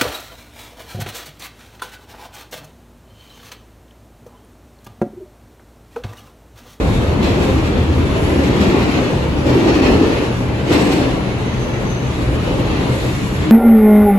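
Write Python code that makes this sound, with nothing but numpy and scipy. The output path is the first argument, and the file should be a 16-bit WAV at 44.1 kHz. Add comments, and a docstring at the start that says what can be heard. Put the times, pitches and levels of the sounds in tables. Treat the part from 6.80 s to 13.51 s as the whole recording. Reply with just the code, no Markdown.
"""Subway ride through a tunnel

Heard inside the car, at two closely spaced microphone ports. Air rushes past and electronics whine faintly.
The trucks rumble and the car body drones: noise passed through low resonances. The wheels roar, rasp,
ring and hiss: noise that follows the roughness of the rail. Dull jolts are single pulses that ring the floor.
Flanges squeal briefly, panels boom, and loose steel fittings clash: short swells or bursts of filtered noise."""
import sys
import numpy as np
from scipy import signal
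from scipy.fft import rfft, irfft, next_fast_len
from scipy.io import wavfile
from scipy.ndimage import uniform_filter1d, minimum_filter1d, map_coordinates

SR = 44100
rng = np.random.default_rng(int(sys.argv[2]) if len(sys.argv) > 2 else 0)


def put_to_file(sound):
    """Save the sound as 16-bit audio at rate SR, in the file named by the first command-line argument."""
    columns = np.atleast_2d(sound).T  # one column per channel
    safe = np.clip(columns, -1, 1)
    whole_steps = np.round(safe * 32767)
    wavfile.write(sys.argv[1], SR, whole_steps.astype(np.int16))


N = 295911  # length in samples

# All levels are relative until the layers are mixed.
# Air rushing past, its spectrum: f/Hz, level/dB
AIR_SPECTRUM = [(250, -9.5), (550, -2.5), (700, -5), (830, -5), (1100, -8), (1500, -9.5), (3000, -20.5),
                (8000, -99)]
# Whine of the traction electronics: f/Hz, rms level/dB before it wavers
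WHINE_LINES = [(10343, -68.5), (10525, -61.5)]
# Wheel modes that sing when rubbed: middle t/s, length/s, f/Hz, width/Hz of one filter pass, level/dB
FLANGE_SQUEALS = [(.12, .45, 3700, 300, -41), (.47, .16, 4000, 400, -38), (.68, .22, 3680, 200, -43),
                  (1.0, .22, 3460, 260, -40.5), (2.0, .6, 2570, 300, -40), (2.58, .14, 5820, 160, -53),
                  (2.75, .26, 5450, 200, -46.5), (3.1, .2, 5280, 300, -47), (3.55, .3, 5780, 200, -49),
                  (4.03, .45, 8100, 600, -41.5), (4.85, 0.84, 6200, 240, -46.5), (5.11, .2, 6190, 190, -41),
                  (5.25, .34, 6160, 200, -46), (6.15, .8, 3700, 1000, -41), (6.68, .3, 7400, 140, -53.5)]
# Loose steel fittings clashing: t/s, level/dB
STEEL_CLASHES = [(0.424, -29), (.6, -38), (.84, -41), (1.63, -35), (1.8, -31.5), (2.66, -35), (3.06, -39),
                 (3.918, -26), (4.11, -33)]
# Spectrum of a clash: f/Hz, level/dB
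STEEL_SPECTRUM = [(500, 2), (1400, 8), (2600, 15), (4300, 12.5), (6800, 3.5), (8300, 4.5), (9500, -6),
                  (12500, 0), (15000, -19)]
# Blows from the track: t/s, level/dB
TRACK_BLOWS = [(1.558, -9.5), (1.696, -8), (1.796, -10), (1.944, -3.5), (2.123, -20), (2.196, -10),
               (2.753, -6), (2.841, -8), (2.866, -3.5), (3.008, -1.5), (3.059, -3), (3.086, -9),
               (3.152, -7), (3.212, -4.5), (3.231, -4), (3.243, -8), (3.252, -9), (3.921, -5), (3.944, -24),
               (4.104, -7), (4.215, -6), (4.448, -19), (5.486, -16), (5.708, -10.5)]
# Floor resonances rung by the blows: f/Hz, width/Hz, level/dB
FLOOR_MODES = [(75, 20, -7.5), (268.4, 29, 1), (405, 69, -4.5)]
# Panels set booming by the track: middle t/s, length/s, f/Hz, width/Hz of one filter pass, level/dB
PANEL_BOOMS = [(.3, .26, 72, 24, -18.5), (.52, 0.14, 80, 20, -16), (.76, .2, 80.5, 22, -18.5),
               (.42, .2, 220, 80, -23), (.76, .22, 250, 110, -22), (1.22, 0.76, 81.4, 12, -16.5),
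               (1.55, 0.35, 330, 140, -22), (1.65, 0.15, 83, 9.1, -16.5), (1.7, .18, 130, 26, -22),
               (1.84, 0.15, 198, 15, -16.5), (1.96, 0.166, 391, 55, -22), (2.12, .3, 280, 130, -24),
               (2.35, 0.14, 124, 25, -20), (2.69, .18, 124.7, 17, -17.5), (2.82, 0.48, 325, 130, -15.5),
               (2.92, 0.22, 76, 26, -22), (3.15, 0.37, 293, 114, -16.5), (3.1, .2, 63.3, 40, -17),
               (3.95, .17, 300, 120, -14), (4.17, 0.44, 300, 90, -20.5), (5.51, 0.19, 60, 33, -17),
               (5.49, .16, 122, 14, -19.5), (5.96, .15, 71.7, 24, -21.5), (6.14, 0.17, 120.6, 12, -19),
               (6.33, .15, 121, 12, -20), (6.6, .13, 85, 40, -21.5), (6.68, .16, 315, 30, -21)]
# How hard the trucks shake the car: t/s, level/dB
TRUCK_SHAKING = [(0, -20.5), (.3, -22), (1.5, -24), (2.1, -25), (2.4, -23.5), (3.2, -28), (3.6, -29),
                 (4.4, -29.5), (5.3, -27.5), (5.7, -23), (6.2, -27), (6.71, -26)]
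# Rumble of the trucks, its spectrum: f/Hz, level/dB
RUMBLE_SPECTRUM = [(12, -30), (25, -14), (40, 0.5), (62, 3.5), (75, 4), (92, 0), (105, -1), (150, -3),
                   (300, -29)]
# Resonances of the car's shell: f/Hz, width/Hz, level/dB
SHELL_MODES = [(123.8, 10.5, 0), (167, 33, -14), (190, 9.6, -4)]
# Roughness of the rail under the wheels: t/s, level/dB
RAIL_ROUGHNESS = [(0.0, -32), (0.32, -31), (0.39, -31.5), (0.46, -29), (0.64, -28.5), (1.04, -31),
                  (1.35, -30.5), (1.5, -29), (1.83, -27), (2.12, -26), (2.52, -31.5), (2.65, -30.5),
                  (2.69, -27), (2.83, -28), (2.87, -24.5), (3.04, -25), (3.07, -23.5), (3.19, -27),
                  (3.24, -25.5), (3.29, -27), (3.42, -27.5), (3.53, -31.5), (3.7, -34), (3.81, -31),
                  (3.85, -32.5), (3.925, -23.5), (4.06, -26.5), (4.12, -25.5), (4.45, -31.5), (5.27, -32),
                  (6.0, -28.5), (6.45, -31.5), (6.71, -29.5)]
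SMOOTH_RAIL_DB = -31.5  # roughness of ordinary rail
# Spectra of wheel roar, rasp and hiss: f/Hz, level/dB
ROAR_SPECTRUM = [(100, -24), (165, -4.5), (225, -2), (255, -1), (274, 0), (290, -.5), (310, 0), (340, -2.5),
                 (390, -4), (500, -7), (600, -10), (720, -14), (1000, -18), (5000, -62)]
RASP_SPECTRUM = [(400, -17), (700, 2.5), (830, 3), (1050, 1), (1400, -0.5), (2000, 1.5), (2400, 0),
                 (2700, 0.6), (3200, -3.5), (4300, -7), (5200, -15), (6500, -15), (10000, -53)]
HISS_SPECTRUM = [(3000, -12), (4600, -3), (5500, -.5), (7000, -0.5), (8300, 0), (9300, -1.5), (10300, -3),
                 (11500, -5), (13000, -7.5), (14500, -22), (16000, -22)]
# Wheel resonances that ring on rough rail: f/Hz, width/Hz of one filter pass, level/dB
WHEEL_MODES = [(2600, 440, 4), (4410, 520, -0.5), (5190, 610, -3.5)]
# Rough spots where the rasp surges: middle t/s, length/s, level/dB
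RASP_SURGES = [(.45, .12, -31), (.63, .07, -33), (1.82, .07, -26), (2.89, 0.098, -31), (3.075, .07, -25),
               (3.24, .05, -30), (3.96, .12, -26.5), (4.12, .05, -31)]
# Flanges brushing the rail with a dry hiss: middle t/s, length/s, level/dB
FLANGE_BRUSHES = [(0.107, 0.42, -44.5), (.66, .3, -50), (1.5, 0.45, -42), (3.6, 0.19, -46),
                  (4.08, 0.45, -52), (5.6, 1, -50), (6.335, 0.76, -39)]
# How layers follow the rail: start level/dB on ordinary rail, change/dB per dB of roughness, drift/(dB/s)
BOOM_LAW = (-27.5, 0.036, -1.07)
DRONE_LAW = (-23.5, -0.1, 0.11)
ROAR_LAW = (-19.5, 1.08, -0.62)
RASP_LAW = (-30.5, 1.15, -0.049)
RING_LAW = (-51, 2.8, -0.2)
HISS_LAW = (-47.5, 1, -.05)
# Likeness of the two ports: f/Hz, likeness from -1 to 1 (larger values count as nearly 1)
PORT_LIKENESS = [(110, 1), (130, 0.95), (290, 0.83), (520, 0.7), (700, 0.05), (850, 0.34), (1150, 0.42),
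                 (1550, -0.3), (2000, -0.23), (2500, 0.09), (5800, 0), (6700, 0.2), (8000, 6), (9000, 9),
                 (13000, 18)]
# Phase by which the left port leads: f/Hz, lead/radians
PORT_LEAD = [(150, 0), (350, .3), (1200, .1), (4500, 0), (6200, 1.2), (7100, 0), (9150, -3.14),
             (11400, -6.28), (13600, -9.42), (15400, -12.5)]
# Left level minus right level: f/Hz, difference/dB
PORT_TILT = [(60, -1), (110, 1), (200, 3), (380, -0.1), (700, 3), (1290, 2), (2380, 0.5), (4400, -0.3),
             (8120, -1), (15000, 0)]
TOP_HZ = 15600  # band limit of the recorder


def amp(db):
    """Turn decibels into a gain."""
    return 10 ** (np.asarray(db) / 20)


def unit(x):
    """Scale a signal to rms 1."""
    return x / np.sqrt(np.mean(x ** 2) + 1e-20)


def along(points, hz):
    """Read a (frequency, value) table on a logarithmic frequency axis."""
    f, values = np.transpose(points)
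    return np.interp(np.log(hz + 1), np.log(f + 1), values)


def over_time(rows):
    """Draw a (time, level) table as one value per sample."""
    seconds, levels = np.transpose(rows)
    return np.interp(np.arange(N) / SR, seconds, levels)


def wobble(rate):
    """Make a smooth random curve through `rate` random points a second."""
    knots = rng.standard_normal(int(N * rate / SR) + 4)
    return map_coordinates(knots, [np.arange(N) * rate / SR])


def arch(middle, length):
    """Rise and fall smoothly over `length` seconds around `middle`."""
    return np.cos(np.pi * np.clip((np.arange(N) / SR - middle) / length, -.5, .5))


def arches(rows):
    """Add up the arches of (middle, length, level) rows."""
    return sum(amp(db) * arch(middle, length) for middle, length, db in rows)


def filtered(x, response):
    """Filter x by multiplying its spectrum with a response that depends on frequency."""
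    size = next_fast_len(N + SR // 2)  # spare room lets the ringing end
    hz = np.fft.rfftfreq(size, 1 / SR)
    return irfft(rfft(x, size) * response(hz), size)[..., :N]


def colour(points):
    """Make a filter from a spectrum table; it falls off steeply around the last frequency and above."""
    last_hz = points[-1][0]
    return lambda hz: amp(along(points, hz)) / (1 + (hz / last_hz) ** 8)


def resonances(modes):
    """Make a filter that rings at each (frequency, width, level) mode, with alternating signs."""
    def response(f):
        total = 0
        for k, (centre, width, db) in enumerate(modes):
            damping = 1j * f * width
            total = total + (-1) ** k * amp(db) * damping / (centre ** 2 - f ** 2 + damping)
        return total
    return response


def rush(response, patchy_db):
    """Make two noises, rms 1 together, whose narrow pitch bands flare and fade at random."""
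    z = signal.stft(rng.standard_normal((2, N)), nperseg=2048)[2]
    patches = uniform_filter1d(rng.standard_normal(z.shape[1:]), size=3, axis=0)  # across pitch
    patches = uniform_filter1d(patches, size=6, axis=1, mode="wrap")  # across time
    pair = signal.istft(z * amp(patchy_db * unit(patches)), nperseg=2048)[1][:, :N]
    return unit(filtered(pair, response))


def sustained(pair, span):
    """Hold the strength of a vibration nearly even, judged over `span` seconds."""
    power = np.abs(uniform_filter1d(pair ** 2, size=int(span * SR), axis=1))
    return pair / np.sqrt(power + 1e-3)


def swells(rows):
    """Let noise drive one resonance per row, swelling and fading over its length."""
    total = np.zeros((2, N))
    for middle, length, hz, width, db in rows:
        b, a = signal.iirpeak(hz, hz / width, SR)
        once = signal.lfilter(b, a, rng.standard_normal((2, N)))
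        twice = signal.lfilter(b, a, once)
        total += amp(db) * arch(middle, length) * sustained(unit(twice), span=0.2)
    return total


def ride(law):
    """Give a layer's level in dB: it follows the roughness of the rail and drifts steadily."""
    level_db, growth, drift_db_per_s = law
    roughness_db = over_time(RAIL_ROUGHNESS) - SMOOTH_RAIL_DB
    return level_db + growth * roughness_db + drift_db_per_s * np.arange(N) / SR


def tunnel_air():
    """Air rushes between car and tunnel wall: noise that buffets slightly and slowly eases."""
    level_db = np.linspace(-30.5, -33.5, N) + 0.23 * wobble(14)
    return amp(level_db) * rush(colour(AIR_SPECTRUM), patchy_db=1.8)


def inverter():
    """The traction electronics whine thinly: sine tones that waver in level and phase."""
    t = np.arange(N) / SR
    whine = np.zeros(N)
    for hz, db in WHINE_LINES:
        level = np.sqrt(2) * amp(db + 2.5 * wobble(4.03))  # root 2 turns rms into peak
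        whine += level * np.sin(2 * np.pi * hz * t + wobble(18))
    return whine


def flange():
    """Rubbing flanges excite high wheel modes into faint, fluttering squeals."""
    return swells(FLANGE_SQUEALS) * amp(1.5 * wobble(21.98))


def clashes(attack=0.0041, t60=0.87):
    """Steel fittings clash: bright, rattling noise starts fast and fades by 60 dB in t60 seconds."""
    t = np.arange(N) / SR
    strength = np.zeros(N)
    for start, db in STEEL_CLASHES:
        age = np.maximum(t - start, 0)
        strength += amp(db - 60 * age / t60) * (1 - np.exp(-age / attack))
    rattle = amp(1.5 * wobble(70))
    return strength * rattle * unit(filtered(rng.standard_normal((2, N)), colour(STEEL_SPECTRUM)))


def jolts():
    """Each blow from the track is one pulse that rings the floor briefly."""
    blows = np.zeros(N)
    for s, db in TRACK_BLOWS:
        blows[round(s * SR)] = amp(db)
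    modes = resonances(FLOOR_MODES)
    floor = lambda hz: modes(hz) / (1 + 1j * hz / 900) ** 2  # dull above 900 Hz
    peak = np.abs(filtered(signal.unit_impulse(N), floor)).max()
    return amp(0.5) * filtered(blows, floor) / peak


def panels():
    """The track sets car panels booming: noise swells in their resonances."""
    return swells(PANEL_BOOMS)


def car_body():
    """The trucks shake the car; the floor booms and the long shell drones at their own resonances."""
    shaking = unit(filtered(rng.standard_normal((2, N)), colour(RUMBLE_SPECTRUM)))
    rumble_db = over_time(TRUCK_SHAKING) + 2.0 + 1.3 * wobble(8.2)
    rumble = amp(rumble_db) * sustained(shaking, span=0.128)

    floor = lambda hz: resonances([(81, 14, 0)])(hz) ** 2  # f/Hz, width/Hz of one pass, level/dB
    boom = amp(ride(BOOM_LAW)) * sustained(rush(floor, patchy_db=-1.0), span=0.24)

    shell = lambda hz: resonances(SHELL_MODES)(hz) / (1 + (hz / 300) ** 4)
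    drone_db = ride(DRONE_LAW) + 0.8 * wobble(11)
    drone = amp(drone_db) * sustained(rush(shell, patchy_db=2.0), span=0.17)
    return rumble + boom + drone


def wheels():
    """Rough rail makes the wheels roar and ring; chattering contact roughens rasp, ring and hiss together."""
    chatter = wobble(45)
    roar_db = ride(ROAR_LAW) + 1.27 * wobble(22.13)
    roar = amp(roar_db) * sustained(rush(colour(ROAR_SPECTRUM), patchy_db=1.78), span=0.11)

    # Unrelated strengths add as powers, hence hypot.
    rasp_strength = np.hypot(amp(ride(RASP_LAW)), arches(RASP_SURGES)) * amp(0.7 * chatter)
    rasp = rasp_strength * rush(colour(RASP_SPECTRUM), patchy_db=2.5)

    def modes(hz):
        return sum(amp(db) * resonances([(centre, width, 0)])(hz) ** 2 for centre, width, db in WHEEL_MODES)
    ring = amp(ride(RING_LAW) + 0.87 * chatter) * rush(modes, patchy_db=3.0)

    hiss_strength = np.hypot(amp(ride(HISS_LAW)), arches(FLANGE_BRUSHES))
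    hiss_flutter = amp(0.46 * chatter + 1.06 * wobble(25))
    hiss = hiss_strength * hiss_flutter * rush(colour(HISS_SPECTRUM), patchy_db=3.0)
    return roar + rasp + ring + hiss


def at_ports(pair):
    """Blend two unrelated signals into left and right, with set likeness, phase and level at each pitch."""
    def mixed(hz, side):
        turn = np.arccos(np.clip(along(PORT_LIKENESS, hz), -1, .99)) / 2
        level = amp(side * along(PORT_TILT, hz) / 2)
        phase = np.exp(.5j * side * along(PORT_LEAD, hz))
        return level * phase * np.array([np.cos(turn), side * np.sin(turn)])
    left = filtered(pair, lambda hz: mixed(hz, 1)).sum(0)
    right = filtered(pair, lambda hz: mixed(hz, -1)).sum(0)
    return np.array([left, right])


def scene():
    """Diffuse running noise fills the car; jolts and whine reach both ports alike."""
    running = car_body() + panels() + wheels() + tunnel_air() + flange() + clashes()
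    return at_ports(running) + jolts() + inverter()


def record(dry):
    """A limiter eases down the highest peaks; a steep filter cuts what lies above the band limit."""
    needed = np.minimum(1, .93 / (np.abs(dry).max(0) + 1e-9))
    gain = uniform_filter1d(minimum_filter1d(needed, size=400), size=400)
    low_pass = signal.ellip(10, .1, 90, TOP_HZ, fs=SR, output="sos")
    return signal.sosfilt(low_pass, dry * gain)


dry = scene()
out = record(dry)
put_to_file(out)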